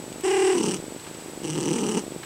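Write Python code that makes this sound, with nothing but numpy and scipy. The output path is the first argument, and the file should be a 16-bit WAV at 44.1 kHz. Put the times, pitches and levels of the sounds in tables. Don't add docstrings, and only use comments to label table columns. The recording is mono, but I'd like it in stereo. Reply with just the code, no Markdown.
import sys
import numpy as np
from scipy import signal
from scipy.fft import rfft, irfft
from scipy.io import wavfile
from scipy.ndimage import uniform_filter1d

SR = 44100
rng = np.random.default_rng(int(sys.argv[2]) if len(sys.argv) > 2 else 0)


def inscribe(sig):
    pcm = np.round(np.clip(np.atleast_2d(sig).T, -1, 1) * 32767)
    wavfile.write(sys.argv[1], SR, pcm.astype(np.int16))


N = 99225

# t/s, f/Hz
FIRST_FLUTTER = [(.24, 34.2), (.34, 34.2), (.37, 37.5), (.8, 37.5)]
# f/Hz, gain/dB
THROAT = [(40, -28.5), (90, -18), (130, -6), (172, 1.5), (230, -1.5), (272, 3.5), (345, 5), (470, -4.5),
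          (560, -11.5), (660, -26), (780, -14.5), (920, -10), (1080, -19.5), (1250, -16.5), (1500, -38.5),
          (2500, -44), (5000, -58), (12000, -85)]


def undb(db):
    return 10 ** (np.asarray(db) / 20)


def clock():
    return np.arange(N) / SR


def curve(table, column=1):
    rows = np.array(table)
    return np.interp(clock(), rows[:, 0], rows[:, column])


def during(table):
    return (clock() >= table[0][0]) & (clock() <= table[-1][0])


def across(table, column=1):
    rows = np.array(table)
    hz = np.arange(N + 1) * SR / (2 * N)
    return np.interp(np.log(hz + 1), np.log(rows[:, 0]), rows[:, column])


def shape(x, response):
    return irfft(rfft(x, 2 * N) * response)[..., :N]


def colour(x, table):
    cepstrum = irfft(np.log(undb(across(table))))
    cepstrum[1:N] *= 2
    cepstrum[N + 1:] = 0
    return shape(x, np.exp(rfft(cepstrum)))


def unit(x, where=slice(None)):
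    return x / np.sqrt(np.mean(x[where] ** 2) + 1e-18)


def impulses(times, sizes, half_width=8):
    out = np.zeros(N)
    at = np.asarray(times)[:, None] * SR
    taps = at.astype(int) + np.arange(1 - half_width, half_width + 1)
    pulses = np.asarray(sizes)[:, None] * np.sinc(taps - at) * np.sinc((taps - at) / half_width)
    np.add.at(out, np.clip(taps, 0, N - 1), pulses)
    return out


def blend(a, b, share):
    return np.sqrt(share) * a + np.sqrt(1 - share) * b


def background():
    # f/Hz, relative level/dB
    hiss_spectrum = [(25, -19), (70, -8.5), (110, -1), (165, 3.5), (250, -5), (350, 5), (480, -2),
                     (640, -5.5), (780, -1), (1100, -7), (1700, -9.5), (3000, -11), (6500, -13.5),
                     (8200, -8.5), (9500, -17.5), (15500, -23)]
    # f/Hz, correlation
    correlation = [(60, 0.95), (130, 0.99), (290, 0.73), (640, 0.17), (1400, .33), (3100, 0.36),
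                   (7000, 0.069), (15000, .12)]
    # f/Hz, relative level/dB
    partials = [(7852.3, 0), (8250.5, -8.5), (7084, -15)]
    t, sides = clock(), np.array([[1], [-1]])
    density, alike = undb(across(hiss_spectrum)), across(correlation)
    mid = shape(rng.standard_normal(N), density * np.sqrt(1 + alike))
    side = shape(rng.standard_normal(N), density * np.sqrt(1 - alike))
    hiss = unit(mid + sides * side) * undb(-40)
    wobble_hz, wobble_rad, left_lead_rad, balance_db = 29.8, 1.1, -1.9, -3
    wobble = 2 * np.pi * wobble_hz * t
    offset = wobble_rad * np.sin(wobble) + sides * left_lead_rad / 2
    whine = sum(undb(db - 45.5) * np.sin(2 * np.pi * hz * t + offset) for hz, db in partials)
    throb = 1 + .42 * np.cos(wobble)
    return hiss + np.sqrt(2) * whine * throb * undb(sides * balance_db / 2)


def room(x):
    # f/Hz, level/dB, phase lead/rad
    ports = [(198, -0.2, 0), (1290, 0.5, -0.3), (2400, -3.5, -1.1), (4140, -7, 1), (5200, 0.5, -1.8),
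             (7500, -1, -1.4), (8570, -5.5, -1.76), (9300, -3.2, -1.06)]
    # f/Hz, gain/dB
    reverb_colour = [(100, 14), (380, -28), (900, 2.5), (3000, 8), (8000, 7), (14000, 13)]
    t60_s = .16
    left = undb(across(ports) / 2) * np.exp(.5j * across(ports, 2))
    tails = rng.standard_normal((2, N)) * undb(-60 * clock() / t60_s)
    tails /= np.sqrt(np.sum(tails ** 2, axis=1, keepdims=True))
    diffuse = signal.fftconvolve(colour(x, reverb_colour)[None], tails, axes=1)[:, :N]
    return shape(x, np.array([left, 1 / left])) + undb(-14.5) * diffuse


def rustles():
    # t/s, starting level/dB, decay time/s, centre f/Hz
    scuffs = [(.1274, -30, 0.00066, 3760), (0.209, -34, 0.0023, 5260), (.9978, -34.5, 0.0011, 3380),
              (1.0492, -33, 0.0013, 2020), (1.0663, -41.5, 0.018, 1250), (1.1465, -37.5, 0.0032, 2130),
              (2.2317, -35, .011, 1630)]
    out = np.zeros(N)
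    for at, db, decay, hz in scuffs:
        age = clock() - at
        band = [(hz / 4, -15), (hz, 0), (hz * 2, -6), (hz * 10, -30)]
        noise = unit(colour(rng.standard_normal(N), band))
        out += noise * undb(db) * (age > 0) * np.exp(-np.abs(age) / decay)
    return out


def purr():
    # first beat t/s, last beat t/s, period/s, lead of the closing thump/s, level/dB
    runs = [(.0014, .1996, .0397, .0162, -27), (.8011, .9636, .0407, .0152, -26),
            (1.0762, 1.3352, .037, .0128, -30.5), (1.3768, 1.4188, .0418, .0148, -26.5),
            (2.0394, 2.1636, .0413, .0143, -24.5), (2.2008, 2.2009, .04, .014, -32.5)]
    thump_hz, closing_db, scatter_db = 370, -4.5, .8
    thumps = np.zeros(N)
    for first, last, period, lead, db in runs:
        for beat in range(round((last - first) / period) + 1):
            for before, part_db in ((0, 0), (lead, closing_db)):
                phase = 2 * np.pi * thump_hz * (clock() - first - beat * period + before)
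                window = np.exp(-np.minimum(phase ** 2, 400) / (2 * np.pi))
                gain = undb(db + part_db + scatter_db * rng.standard_normal())
                thumps -= np.sqrt(2) * np.sin(phase) * window * gain
    return thumps + undb(-10) * colour(thumps, THROAT)


def beats(flutter):
    return np.cumsum(curve(flutter) * (clock() >= flutter[0][0])) / SR


def fold_snaps(voice, flutter):
    t, beat, hz = clock(), beats(flutter), curve(voice)
    delay_s, period_scatter, jitter = .0031, .04, .06
    beat_count = int(np.interp(voice[-1][0], t, beat)) + 1
    edges = np.interp(np.arange(beat_count + 1) + 1e-9, beat, t)
    snaps = []
    for start, end in zip(edges, edges[1:]):
        at = start + delay_s
        stretch = 1 + period_scatter * rng.standard_normal()
        for late, loud, airy in rng.standard_normal((12, 3)):
            period = stretch / np.interp(at, t, hz)
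            if at < end:
                place = (at - start) / (end - start)
                snaps.append((at + jitter * period * late, place, loud, airy))
            at += period
    return np.array(snaps).T


def rattle(voice, flutter):
    # f/Hz, gain/dB
    nose = [(400, -25), (1000, -7), (1500, -12.5), (2300, -11), (2950, -1), (3600, -16.5), (4500, -13.5),
            (5200, -7), (5800, 3), (6700, -8.5), (7300, -7), (8100, -1), (9000, -8.5), (10200, -21.5),
            (12000, -33), (16000, -34)]
    # f/Hz, gain/dB
    chest_response = [(30, -27), (80, -22.5), (120, -3.5), (156, 9), (200, -24), (300, -13), (1000, -47),
                      (6000, -80)]
    t, on, hz = clock(), during(voice), curve(voice)
    times, place, loud, airy = fold_snaps(voice, flutter)
    push_delay_s, shimmer_db, chop_db = .0009, 2.67, 2
    push_db = shimmer_db * loud - chop_db * np.cos(2 * np.pi * place)
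    push = impulses(times + push_delay_s, undb(push_db))
    scatter_db, rasp_chop_db, lead_beats = 1.6, 7, .075
    click_db = scatter_db * airy - rasp_chop_db * np.cos(2 * np.pi * (place + lead_beats))
    clicks = impulses(times, undb(click_db))
    puff_s, leak = .00045, .24
    puffs = unit(signal.fftconvolve(clicks, t * np.exp(-t / puff_s))[:N], on)
    air = (puffs + leak) * rng.standard_normal(N)
    rasp = unit(colour(blend(unit(clicks, on), unit(air, on), share=.2), nose), on)
    chest_db = -3.5 - 1.3 * (hz - 160.6)
    chest = unit(colour(push, chest_response), on) * undb(chest_db)
    throat = unit(colour(push, THROAT), on)
    body = unit(throat + chest, on)
    return on * (body * undb(curve(voice, 2)) + rasp * undb(curve(voice, 3)))


def clear_note():
    # t/s, pitch f/Hz, fundamental level/dB, overtone level/dB, rasp level/dB, chop depth/dB
    voice = [(.2345, 384, -48, -54, -54, .4), (.2375, 381, -24, -34, -33, .4),
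             (.276, 371, -21.2, -32.5, -32.5, .4), (.336, 390, -21.6, -29.5, -32.5, .4),
             (.376, 380, -21.4, -30.5, -32.2, .4), (.421, 379, -19.4, -31.5, -31.5, .4),
             (.505, 378, -19, -31, -31.5, .7), (.535, 368, -22, -33, -33, 1.2),
             (.56, 352, -24, -36, -35, 4), (.612, 320, -27, -44, -41, 5), (.628, 305, -48, -58, -58, 5)]
    # f/Hz, gain/dB
    formants = [(400, -25.5), (600, -17.5), (790, 0), (1000, 4.5), (1190, -13), (1600, -10), (2000, -6.5),
                (2400, -9), (2850, -4.5), (3400, -26), (4500, -41), (9000, -85)]
    # f/Hz, gain/dB
    nose = [(400, -25), (950, 0), (1400, -9), (2850, -3.5), (3700, -14), (4500, -15.5), (5600, -1),
            (6700, -12), (8050, 2), (9000, -10), (10200, -19), (12000, -30), (16000, -49)]
    warble_hz, limp, jitter, puff_cycles = 25, .35, .014, .28
    overtone_swing_db, rasp_swing_db = 3, 1.16
    beat = beats(FIRST_FLUTTER)
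    swing = -np.cos(2 * np.pi * beat) * (1 - limp * np.cos(np.pi * beat))
    wander = unit(uniform_filter1d(rng.standard_normal(N), size=200))
    hz = (curve(voice) + warble_hz * swing) * (1 + jitter * wander)
    cycles = np.cumsum(hz) / SR
    snap_times = np.interp(np.arange(1, int(cycles[-1])), cycles, clock())
    clicks = impulses(snap_times, np.ones(len(snap_times)))
    tone = unit(np.sin(2 * np.pi * cycles)) * undb(curve(voice, 2) + curve(voice, 5) * swing)
    overtones = unit(colour(clicks, formants)) * undb(curve(voice, 3) + overtone_swing_db * swing)
    air = np.exp(-(cycles % 1) / puff_cycles) * rng.standard_normal(N)
    rasp = unit(colour(blend(unit(clicks), unit(air), share=.35), nose))
    rasp *= undb(curve(voice, 4) + rasp_swing_db * swing)
    return during(voice) * (tone + overtones + rasp)


def scene():
    # t/s, pitch f/Hz, throat and chest level/dB, rasp level/dB
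    first_creak = [(.542, 240, -31, -47), (.572, 235.3, -29, -33), (.611, 232.7, -26, -33.5),
                   (.646, 221.6, -26, -30.5), (.721, 201.7, -26, -30), (.751, 189.6, -29.5, -33.5),
                   (.769, 166.3, -34.5, -40), (.795, 159.5, -40, -65)]
    second_creak = [(1.426, 169.4, -63, -68), (1.434, 170.4, -25, -34), (1.471, 162, -32, -35.5),
                    (1.521, 158, -33.5, -35), (1.581, 162.5, -25.5, -35), (1.641, 164.1, -29, -33),
                    (1.686, 174, -22.5, -32), (1.751, 213.8, -25, -33.5), (1.831, 222.7, -24.5, -34.5),
                    (1.931, 200.2, -26, -34), (1.96, 198.7, -25.5, -35), (1.982, 204.2, -23, -31),
                    (1.995, 195, -28, -29), (2.003, 181, -33.5, -53), (2.03, 161.4, -45, -76)]
    # t/s, f/Hz
    second_flutter = [(1.414, 38.6), (1.84, 38.9), (1.87, 36.4), (2.02, 36.4)]
    first_trill = clear_note() + rattle(first_creak, FIRST_FLUTTER)
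    second_trill = rattle(second_creak, second_flutter)
    return room(first_trill + second_trill + purr() + rustles()) + background()


def record(dry):
    cutoff_hz = 15750
    return signal.sosfilt(signal.ellip(10, .2, 70, cutoff_hz, fs=SR, output="sos"), dry)


dry = scene()
out = record(dry)
inscribe(out)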